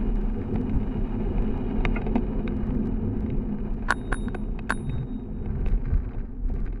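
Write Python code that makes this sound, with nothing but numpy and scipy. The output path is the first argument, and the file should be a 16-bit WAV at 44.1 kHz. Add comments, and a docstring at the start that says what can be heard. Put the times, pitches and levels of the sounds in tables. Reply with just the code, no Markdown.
"""A low drone and a roar of tyres and traffic: a bicycle on a city street, heard from a handlebar camera.
The road shakes the camera case, wind buffets the microphone, grit snaps and bumps rattle the bike.
A van alongside booms on and off. From about 3.9 s the rider flicks the bell three times: the lever
clacks through the bar and the dome rings on. The street quietens as the bike slows."""
import sys
import numpy as np
from scipy import signal
from scipy.fft import rfft, irfft
from scipy.io import wavfile
from scipy.ndimage import uniform_filter1d

SR = 44100
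rng = np.random.default_rng(int(sys.argv[2]) if len(sys.argv) > 2 else 0)


def to_wav(s):
    """Save 16-bit WAV."""
    ch = np.atleast_2d(s).T  # columns
    pcm = np.round(np.clip(ch, -1, 1) * 32767)  # PCM
    wavfile.write(sys.argv[1], SR, pcm.astype(np.int16))


N = 299880
TIME = np.arange(N) / SR
BINS = np.fft.rfftfreq(N, 1 / SR)

# tyre and traffic noise, falling as the bike slows: t/s, level/dB
RIDE_LEVEL = [(0.0, -48), (0.26, -48), (1.89, -45), (2.27, -47.5), (2.69, -49), (2.86, -50.5),
              (3.84, -51.5), (4.53, -53.5), (4.85, -54), (5.36, -56.5), (5.64, -54), (6.02, -58),
              (6.29, -62.5), (6.8, -62)]
# loose fittings: f/Hz, level/dB, t60/s
FITTING_MODES = [(1220, -13, 0.023), (1553, -8.5, 0.034), (2180, 2.5, 0.0052), (2564, -4, 0.017),
                 (2970, -11, 0.0085), (3793, -17.5, 0.02), (4450, -21.5, 0.0098), (5700, -28, 0.0068),
                 (6900, -26, 0.0061), (9000, -26, 0.0086)]
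# rattling parts, likely chain and mudguard: f/Hz, level/dB, t60/s
RATTLE_MODES = [(1154, 0.5, 0.031), (1555, 3.5, 0.024), (1840, -4, 0.033), (2100, -0.5, .014),
                (2400, -3.5, 0.016), (2750, -12, 0.017), (3200, -21.5, .025), (3760, -20, 0.014),
                (4090, -17, 0.014), (4800, -20.5, .02), (6600, -20.5, 0.006)]
# the bike's frame: f/Hz, level/dB, t60/s
FRAME_MODES = [(348, 0.5, 0.063), (455, 2, 0.047), (731, 4.5, 0.025), (915, 1, 0.017)]


def amp(db):
    """Decibels to gain."""
    return 10 ** (np.asarray(db) / 20)


def unit(x):
    """Scales to rms 1."""
    return x / np.sqrt(np.mean(x ** 2) + 1e-20)


def fader(points):
    """A gain for every sample from points of t/s, level/dB."""
    times, db = np.transpose(points)
    return amp(np.interp(TIME, times, db))


def follow_ride(db, slope, cruise_db=-48):
    """A gain of db when cruising that moves by slope dB per dB of tyre noise."""
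    return amp(db) * (fader(RIDE_LEVEL) / amp(cruise_db)) ** slope


def swell(base, events):
    """Adds the power of smooth swells (t/s, level/dB, half length/s) to a base gain."""
    power = sum(amp(db) ** 2 * np.exp(-((TIME - s) / half) ** 2) for s, db, half in events)
    return np.sqrt(base ** 2 + power)


def add(mix, s, sound):
    """Lays a sound into the mix at time s."""
    part = mix[round(s * SR):][:len(sound)]
    part += sound[:len(part)]


def colour(x, points):
    """Shapes x with an EQ curve (f/Hz, level/dB), at rms 1."""
    hz, db = np.transpose(points)
    bins = np.fft.rfftfreq(len(x), 1 / SR)
    curve = amp(np.interp(np.log(bins + 1), np.log(hz), db))
    return unit(irfft(rfft(x) * curve, len(x)))


def resonate(x, peaks):
    """Passes x through steep-sided resonances (f/Hz, width/Hz, level/dB), at rms 1."""
    power = sum(amp(db) ** 2 / (1 + ((BINS - hz) / width) ** 2 * 2) ** 3 for hz, width, db in peaks)
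    return unit(irfft(rfft(x) * np.sqrt(power), N))


def drift(rate_hz):
    """Slow random movement of rms 1."""
    return unit(irfft(rfft(rng.standard_normal(N)) * np.exp(-(BINS / rate_hz) ** 2), N))


def decay(t, t60):
    """An envelope that falls 60 dB in t60 seconds."""
    return np.exp(-np.log(1000) * t / t60)


def ring(modes, soft_hz=5500, size=4096):
    """Damped modes after one blow; the contact takes a moment, which dulls the attack."""
    t = np.arange(size) / SR
    swing = sum((-1) ** k * amp(db) * decay(t, t60) * np.sin(2 * np.pi * hz * t)
                for k, (hz, db, t60) in enumerate(modes))
    return signal.lfilter(*signal.butter(2, soft_hz, fs=SR), swing)


def road(case_db=1, tyres_db=-0.5, lumps_db=2.2, flutter_db=1.5, treble_hz=2100):
    """The bed: tarmac shakes the case; tyres and traffic roar through the mic port over faint hiss."""
    # broad resonances of the camera case and of the microphone port: f/Hz, width/Hz, level/dB
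    case_peaks = [(98, 44, -4.5), (156, 49, -7.5), (355.5, 46, -10.5), (400, 63, -12.5), (477.3, 58, -17),
                  (634, 17, -30.5)]
    port_peaks = [(726, 352, 3.5), (917, 210, -0.5), (1240, 290, -5.5), (1610, 520, -10.5),
                  (2180, 190, -14.5), (2430, 170, -11), (2875, 170, -12), (3240, 90, -23.5),
                  (3814, 250, -26), (4240, 550, -37), (4820, 150, -35.5)]
    # tone of the air hiss: f/Hz, level/dB
    hiss_eq = [(500, 15.5), (4000, 2.5), (7000, -2.5), (10500, -6), (12000, -20), (13500, -33),
               (16000, -35.5)]
    # its fader: t/s, level/dB
    hiss_level = [(0, -70.5), (1.3, -70.7), (1.9, -74), (2.5, -76), (3.4, -82), (3.9, -74.5), (5.3, -80),
                  (5.7, -82.5), (6.3, -82.5), (6.8, -85)]
    shake, roar, hiss = rng.standard_normal((3, N))
    case = amp(case_db) * resonate(shake, case_peaks) * amp(lumps_db * drift(8.7))
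    tyres = amp(tyres_db) * resonate(roar, port_peaks) * amp(flutter_db * drift(22))
    dull = signal.sosfiltfilt(signal.butter(2, treble_hz, fs=SR, output="sos"), tyres)
    tyres = dull + (tyres - dull) * follow_ride(db=0.54, slope=1)  # the top fades as the bike slows
    air = colour(hiss, hiss_eq) * fader(hiss_level)
    return case * follow_ride(db=-36, slope=0.7) + tyres * fader(RIDE_LEVEL) + air


def case_drone(evenness=0.46, settle_s=0.057):
    """The road keeps the camera case humming; uneven tarmac makes it throb."""
    # the case's two chief resonances and a weaker neighbour: f/Hz, width/Hz, level/dB
    drone_peaks = [(212.9, 21.7, 2), (250.4, 24, -0.06), (275.5, 11, -7)]
    # uneven stretches of tarmac: t/s, level/dB, half length/s
    bumps = [(0.028, -29.5, 0.04), (0.608, -30.5, 0.097), (0.928, -36, 0.025), (1.483, -27.5, 0.03),
             (1.74, -26.5, 0.031), (2.166, -23, 0.024), (2.546, -33, 0.082), (2.827, -27.5, 0.096),
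             (3.091, -35.5, 0.14), (3.288, -33, 0.11), (3.532, -27.5, 0.021), (4.278, -29, 0.017),
             (4.73, -30, 0.017), (5.156, -33.5, 0.034), (6.552, -39.5, 0.096)]
    hum = resonate(rng.standard_normal(N), drone_peaks)
    envelope = np.sqrt(abs(uniform_filter1d(hum ** 2, round(settle_s * SR))) + 1e-6)
    steadied = unit(hum / envelope ** evenness)
    return steadied * swell(follow_ride(db=-34, slope=0.67), bumps)


def wind(buffet_db=-1.5, lumps_db=1.0):
    """Air buffets the microphone with a low rumble; its eddies reach higher."""
    # tone of the buffeting and of the eddies: f/Hz, level/dB
    buffet_eq = [(5, -12), (18, -4.5), (36, 5.5), (48, -1.5), (65, -21.5), (100, -15.5), (170, -21),
                 (400, -45.5), (1500, -84.5)]
    eddy_eq = [(20, -11.5), (45, -2), (75, 2), (130, -11), (200, -25.5), (500, -29.5), (1700, -42.5),
               (2600, -60), (3200, -71), (8000, -89), (15000, -115)]
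    # gusts, the later ones in the van's wake: t/s, buffeting/dB, eddies/dB, half length/s
    gusts = [(0.166, -23, -50, 0.037), (0.758, -13, -26.5, 0.016), (2.668, -33.5, -31, 0.11),
             (3.153, -36.5, -33.5, 0.15), (3.385, -20.5, -44, 0.022), (4.953, -23.5, -29.5, 0.037),
             (5.53, -36.5, -33, 0.14), (5.677, -22.5, -36, 0.1), (5.943, -18.5, -27, 0.031),
             (6.134, -33.5, -33.5, 0.13), (6.582, -23.5, -34.5, 0.11)]
    buffet_gain = swell(follow_ride(db=-26.5, slope=0.68), [(s, db, half) for s, db, _, half in gusts])
    eddy_gain = swell(follow_ride(db=-47, slope=0.72), [(s, db, half) for s, _, db, half in gusts])
    buffet = amp(buffet_db) * colour(rng.standard_normal(N), buffet_eq) * amp(lumps_db * drift(36))
    eddies = colour(rng.standard_normal(N), eddy_eq)
    return buffet * buffet_gain + eddies * eddy_gain


def grit(per_s=70, spread_db=3, grit_db=-17):
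    """Small stones keep the fittings ticking faintly."""
    stones = amp(spread_db * np.minimum(rng.exponential(1, N), 2.5))
    stones *= rng.random(N) < per_s / SR
    ticking = signal.oaconvolve(stones, ring(FITTING_MODES, soft_hz=4970))[:N]
    return amp(grit_db) * unit(ticking) * fader(RIDE_LEVEL)


def rattle(per_s=240, spread_db=5.0, clump_db=4, clump_hz=38):
    """Coarse tarmac sets off clumps of tiny metallic contacts."""
    # rattle over the coarse patches: t/s, level/dB
    rattle_level = [(0, -59), (2.2, -68.5), (2.6, -58), (2.95, -68), (3.8, -59.5), (4.5, -73.5),
                    (4.95, -61), (5.3, -75.5), (5.68, -57), (5.8, -62), (5.94, -54), (6.03, -62.5),
                    (6.19, -55.5), (6.31, -73.5), (6.44, -74), (6.5, -58), (6.72, -53), (6.8, -66)]
    contacts = rng.choice([-1, 1], N) * amp(spread_db * np.minimum(rng.exponential(1, N), 3))
    contacts *= rng.random(N) < per_s / SR
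    clumps = amp(clump_db * np.minimum(drift(clump_hz), 2))
    jangle = signal.oaconvolve(contacts * clumps, ring(RATTLE_MODES, soft_hz=6960))[:N]
    return unit(jangle) * fader(rattle_level)


def tarmac_cracks(per_s=2.5, rattle_db=4, thud_db=7, spread_db=2):
    """Small cracks in the tarmac jog the frame and fittings at random, harder at speed."""
    hits = rng.random(N) < per_s / SR
    blows = hits * amp(spread_db * rng.standard_normal(N)) * fader(RIDE_LEVEL)
    fittings = amp(rattle_db) * ring(FITTING_MODES, soft_hz=5270)
    frame = amp(thud_db) * ring(FRAME_MODES, soft_hz=1500)
    return .5 * signal.oaconvolve(blows, fittings + frame)[:N]


def snaps(stir_db=-2, size=256):
    """Dry clicks, as of grit pinched under the tyre, that just stir the loose parts."""
    # the pinches: t/s, peak/dB
    cues = [(.158, -41), (0.2143, -44.5), (.543, -42), (0.6143, -43), (1.423, -43), (1.5776, -44.5),
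            (1.8606, -47), (1.9514, -43), (2.153, -42), (2.568, -44), (2.6695, -45), (2.7481, -46),
            (2.857, -44), (2.8722, -40.5), (3.207, -42), (3.7403, -46.5), (4.935, -49), (5.6068, -49),
            (5.674, -38), (5.687, -40), (5.7015, -45), (6.492, -46), (6.540, -44.5), (6.5537, -47),
            (6.6035, -46), (6.656, -46.5)]
    # tone of the click: f/Hz, level/dB
    click_eq = [(1000, -5.5), (4000, 3.5), (7000, -4.5), (10500, -8), (12000, -11), (15500, -25)]
    click = colour(signal.unit_impulse(size, "mid"), click_eq)
    parts = ring(RATTLE_MODES)
    pinches = np.zeros(N)
    for s, db in cues:
        add(pinches, s, [amp(db)])
    clicks = signal.oaconvolve(pinches, click / click.max(), "same")
    stirred = signal.oaconvolve(pinches, parts / abs(parts).max())[:N]
    return clicks + amp(stir_db) * stirred


def jolts(chatter=0.26, blow=0.26, size=2048):
    """Each bump thuds in the frame while loose fittings chatter."""
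    # bumps in the road: t/s, rattle/dB, thud/dB, chatter length/s
    cues = [(0.5579, -23, -28.5, 0.0025), (0.695, -26.5, -59, 0.0027), (0.83, -33, -37, 0.0027),
            (1.381, -27, -29, 0.0026), (1.805, -31, -29.5, 0.0013), (1.8511, -13.5, -16.5, 0.0029),
            (1.9640, -50, -19, 0.01), (2.017, -24.5, -29, 0.0026), (2.0650, -23.5, -19.5, 0.0082),
            (2.155, -19, -12.5, 0.0089), (2.1803, -26.5, -32, 0.0013), (2.391, -48, -33.5, 0.0027),
            (2.4762, -17.5, -41, 0.0014), (2.7053, -30.5, -28, 0.0032), (3.262, -32.5, -32.5, 0.0022),
            (3.301, -29, -70, 0.001), (3.493, -47.5, -37.5, 0.0022), (3.823, -38, -33, 0.0012),
            (4.122, -26, -16.5, 0.0032), (4.3490, -23.5, -20, 0.00091), (4.59, -21, -24.5, 0.0023),
            (4.674, -43, -48, 0.0015), (4.6944, -17, -23, 0.0041), (4.894, -27, -54.5, 0.0045),
            (4.981, -33, -57, 0.0062), (5.458, -33, -32, 0.0036), (5.6610, -25.5, -34, 0.0015),
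            (5.683, -30, -37, 0.0034), (5.715, -35, -46, 0.002), (5.7757, -41, -45, 0.003),
            (5.88, -43, -44, 0.0022), (6.045, -40.5, -48, 0.003), (6.0902, -38, -46, 0.003),
            (6.133, -37, -37, 0.0034), (6.145, -38, -35, 0.003), (6.194, -42.5, -50.5, 0.0023),
            (6.499, -43, -29, 0.0083), (6.563, -40, -35.5, 0.0083), (6.676, -37.5, -33, 0.0083),
            (6.7266, -34.5, -38, 0.0065)]
    out, t = np.zeros(N), np.arange(size) / SR
    fittings, frame = ring(FITTING_MODES, soft_hz=5200), ring(FRAME_MODES, soft_hz=1490)
    for s, rattle_db, thud_db, length in cues:
        contacts = rng.standard_normal(size) * t * np.exp(-2 * t / length)  # rebounds after the blow
        contacts *= chatter / np.linalg.norm(contacts)
        contacts[0] += blow
        add(out, s, signal.fftconvolve(contacts, amp(rattle_db) * fittings + amp(thud_db) * frame))
    return out


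def frame_hum():
    """Worn tarmac sets the frame humming."""
    # the frame's resonances: f/Hz, width/Hz, level/dB
    hum_peaks = [(349, 40, 0), (415, 89, -2), (503, 98, -11)]
    # worn stretches of road: t/s, level/dB, half length/s
    stretches = [(1.4, -41.5, .2), (2.152, -40, .45)]
    return resonate(rng.standard_normal(N), hum_peaks) * swell(0, stretches)


def knocks():
    """Clean, bright single blows on a hard part of the bike."""
    # the blows: t/s, level/dB
    cues = [(1.851, -14.5), (2.158, -31), (2.477, -32), (3.302, -41.5), (5.661, -40)]
    # the struck part: f/Hz, level/dB, t60/s
    part_modes = [(1168, -11, 0.037), (1730, -1.5, 0.009), (2130, 1.5, 0.011), (2445, -3, .013),
                  (2840, -9.5, 0.016), (3740, -17, 0.017), (4680, -24, .008), (5790, -27.5, 0.011),
                  (6500, -30, 0.0065), (8960, -35, .005)]
    out = np.zeros(N)
    for s, db in cues:
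        add(out, s, amp(db) * ring(part_modes, soft_hz=9000))
    return out


def creak(size=4096):
    """A fitting rubs and lets go: dense slips swell and fade in a few narrow resonances."""
    # the rub: t/s at its peak, level/dB, half length/s, release/dB
    cues = [(1.9636, -29, 0.0059, -28.5)]
    # the rubbing part: f/Hz, level/dB, t60/s
    part_modes = [(1204, -14, 0.085), (1427, -7.5, 0.06), (2016, 2, 0.05), (2140, 2.5, 0.034),
                  (2500, -5.5, 0.07), (2755, -5.5, 0.05)]
    out, t = np.zeros(N), (np.arange(size) - size // 2) / SR
    body = ring(part_modes, soft_hz=2980)
    for s, db, half, release_db in cues:
        add(out, s, amp(release_db) * body)
        slips = rng.standard_normal(size) * np.exp(-abs(t) / half)
        add(out, s + t[0], amp(db) * signal.fftconvolve(slips, body / np.linalg.norm(body)))
    return out


def van():
    """A low, narrow boom, likely the exhaust, comes and goes beside the van."""
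    # the boom's resonance: f/Hz, width/Hz, level/dB
    boom_peak = [(132.4, 29, 0)]
    # its swells: t/s, level/dB, half length/s
    booms = [(2.302, -33, 0.023), (2.672, -33.5, 0.044), (3.33, -35.5, 0.032), (4.385, -42, 0.037),
             (4.55, -40, 0.032), (4.88, -35, 0.078), (5.025, -32, 0.029), (5.554, -37, 0.064),
             (5.882, -34.5, 0.04)]
    return resonate(rng.standard_normal(N), boom_peak) * swell(0, booms)


def bell_lever(tick_s=0.00055, rise_s=0.00027, buzz_db=-21, buzz_s=0.0029, rock_lead_s=0.0091,
               ring_share=0.66, bar_hz=1400, bright_hz=2200, size=2048):
    """The lever scrapes, slips its catch, strikes and rebounds, clacking through the handlebar."""
    # thumb flicks: t/s, knock/dB, tick/dB, scrape lead/s, scrape/dB, slip lead/s, slip/dB,
    # chatter delay/s, bar boost/dB, bright boost/dB, rocking/dB, rebound delay/s, rebound/dB re blow
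    flicks = [(3.906, -7.5, -17.5, 0.022, -30.5, 0.0095, -40, 0.0062, 0.5, 5.5, -6.5, 0.017, -5.5),
              (4.127, -15, -31.5, 0.011, -38, 0.0043, -39.5, 0.00181, -5.5, -4, -4, .0168, -9),
              (4.7050, -10.5, -23, 0.011, -31, 0.0082, -26, .0045, -2, 1, -8, .0175, -7.5)]
    # the lever knocks as the thumb takes hold: t/s, knock/dB, tick/dB
    clacks = [(3.8886, -30, -54.5), (4.284, -30, -53), (4.3464, -30, -46), (4.349, -35, -47)]
    # ring of bell mount and handlebar, and the bar's rocking under the thumb: f/Hz, level/dB, t60/s
    mount_modes = [(770, -23.5, 0.023), (1102, -1, 0.02), (1210, -19, 0.016), (1500, 3, 0.02),
                   (1800, -9.5, 0.016), (2370, -39, 0.016), (3040, -30, 0.024), (3160, -30.5, 0.022),
                   (3740, -22, 0.018), (4200, -19, 0.0079), (4620, -28, 0.023)]
    rock_modes = [(36, -12, 0.074)]
    # tone of the metal tick: f/Hz, level/dB
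    tick_eq = [(1000, -18), (2500, 2), (4400, 8.5), (5200, -18.5), (6200, -2), (7500, 5), (8500, -8),
               (9800, 2.5), (11500, -17), (15500, -16.5)]
    out, t = np.zeros(N), np.arange(size) / SR
    gripped = [(hz, db, t60 * ring_share) for hz, db, t60 in mount_modes]  # the hand shortens the ring
    mount, rock = ring(gripped), ring(rock_modes)
    attack = 1 - np.exp(-t / rise_s)
    tick_envelope = attack * (np.exp(-t / tick_s) + amp(buzz_db) * np.exp(-t / buzz_s))

    def tick(s, db):
        """Metal meets metal in a tiny burst of noise."""
        add(out, s - rise_s, amp(db) * tick_envelope * colour(rng.standard_normal(size), tick_eq))

    def clack(s, knock_db, tick_db, bar_db=0, bright_db=0):
        """A tick that rings the mount; the grip sets the bar's low modes, a hard flick the highs."""
        modes = [(hz, db + bar_db * (hz < bar_hz) + bright_db * (hz > bright_hz), t60)
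                 for hz, db, t60 in gripped]
        add(out, s, amp(knock_db) * ring(modes))
        tick(s, tick_db)

    for (s, knock_db, tick_db, scrape_s, scrape_db, slip_s, slip_db,
         chatter_s, bar_db, bright_db, rock_db, rebound_s, rebound_db) in flicks:
        rubbing = rng.standard_normal(size) * (t < scrape_s)
        scrape = signal.fftconvolve(rubbing, mount / np.linalg.norm(mount))
        add(out, s - scrape_s, amp(scrape_db) * scrape)
        add(out, s - rock_lead_s, amp(rock_db) * rock)
        tick(s - slip_s, slip_db)
        clack(s, knock_db, tick_db, bar_db, bright_db)
        # the hammer chatters, then falls back on its stop
        clack(s + chatter_s, knock_db - 9.5, tick_db - 15.5, bar_db)
        clack(s + rebound_s, knock_db + rebound_db, tick_db - 15, bar_db, bright_db=-6.5)
    for row in clacks:
        clack(*row)
    return out


def bell_dome(low_hz=3750, high_hz=9787, twin_hz=4.2, octave_db=-18, octave_twin=.85,
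              damp_s=0.0047, damped_db=-8, linger_s=.1, waver_db=1.5, octave_waver_db=2.5, shake_hz=26):
    """The struck dome rings: a low note beating with its twin, its octave, and a short high note."""
    # hammer on the dome: t/s, low note/dB, high note/dB, twin share/0-1, beat peak delay/s,
    # free ring/s until damped or struck again
    strikes = [(3.9063, -57.5, -40.5, .05, 0, 0.017), (3.926, -59, -53.5, 0.3, 0.16, 0.19),
               (4.1260, -53, -42, 0.3, 0.12, 0.17), (4.3486, -74.5, -63.5, 0, 0.011, 0.33),
               (4.7043, -56, -38.5, 0.85, 0, .8), (4.8934, -71, -93, 0.9, 0.017, 0.33)]
    lows, octaves, highs = np.zeros((3, N), complex)
    t = np.arange(2 * SR) / SR
    low, high, octave = decay(t, t60=1.7), decay(t, t60=0.34), decay(t, t60=.8)
    for s, low_db, high_db, twin, beat_peak_s, free_s in strikes:
        beat = np.exp(2j * np.pi * twin_hz * (t - beat_peak_s))
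        since_damped = np.maximum(t - free_s, 0)
        damping = np.exp(-since_damped / damp_s)
        # some of the low note lingers under the thumb
        muffled = damping + (1 - damping) * amp(damped_db) * np.exp(-since_damped / linger_s)
        add(lows, s, amp(low_db) * low * (1 + twin * beat) * muffled)
        add(highs, s, amp(high_db) * high * damping)
        add(octaves, s, amp(low_db + octave_db) * octave * (1 + octave_twin * beat ** 2) * damping)
    # one carrier a note, so each strike feeds the ring under way
    low_carrier, high_carrier = (np.exp(2j * np.pi * hz * TIME) for hz in (low_hz, high_hz))
    notes = (lows * low_carrier + highs * high_carrier).imag
    overtone = (octaves * low_carrier ** 2).imag
    # the dome shakes on the moving bike
    return notes * amp(waver_db * drift(shake_hz)) + overtone * amp(octave_waver_db * drift(shake_hz))


def street_echo(x, echo_db=-21, t60=0.079, delay_s=0.00076):
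    """The street and the van's side add a faint, short scatter of reflections."""
    # tone of the reflections: f/Hz, level/dB
    echo_eq = [(300, -3), (1500, -5.5), (4000, -7), (8000, 0.5), (11000, -5.5), (15000, -18)]
    t = np.arange(SR // 2) / SR
    tail = colour(rng.standard_normal(len(t)), echo_eq) * decay(t, t60) * (t > delay_s)
    return x + amp(echo_db) * signal.oaconvolve(x, tail / np.linalg.norm(tail))[:N]


def scene():
    """The mono mix at the handlebar; only the impacts feed the echo."""
    impacts = street_echo(bell_lever() + jolts() + knocks() + creak() + tarmac_cracks())
    bell = bell_dome()
    rolling = road() + case_drone() + frame_hum() + grit() + rattle() + snaps()
    return (bell + impacts + rolling + wind() + van())[None]


def record(dry, ceiling=.52, cutoff_hz=15700, taps=511):
    """The loudest knocks overload the microphone; a steep low-pass trims the top."""
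    clipped = dry / (1 + (dry / ceiling) ** 8) ** (1 / 8)
    padded = np.pad(clipped, ((0, 0), (taps // 2, taps // 2)), mode="edge")
    lowpass = signal.firwin(taps, cutoff_hz, window=("kaiser", 9), fs=SR)
    return signal.oaconvolve(padded, lowpass[None], "valid")


dry = scene()
out = record(dry)
to_wav(out)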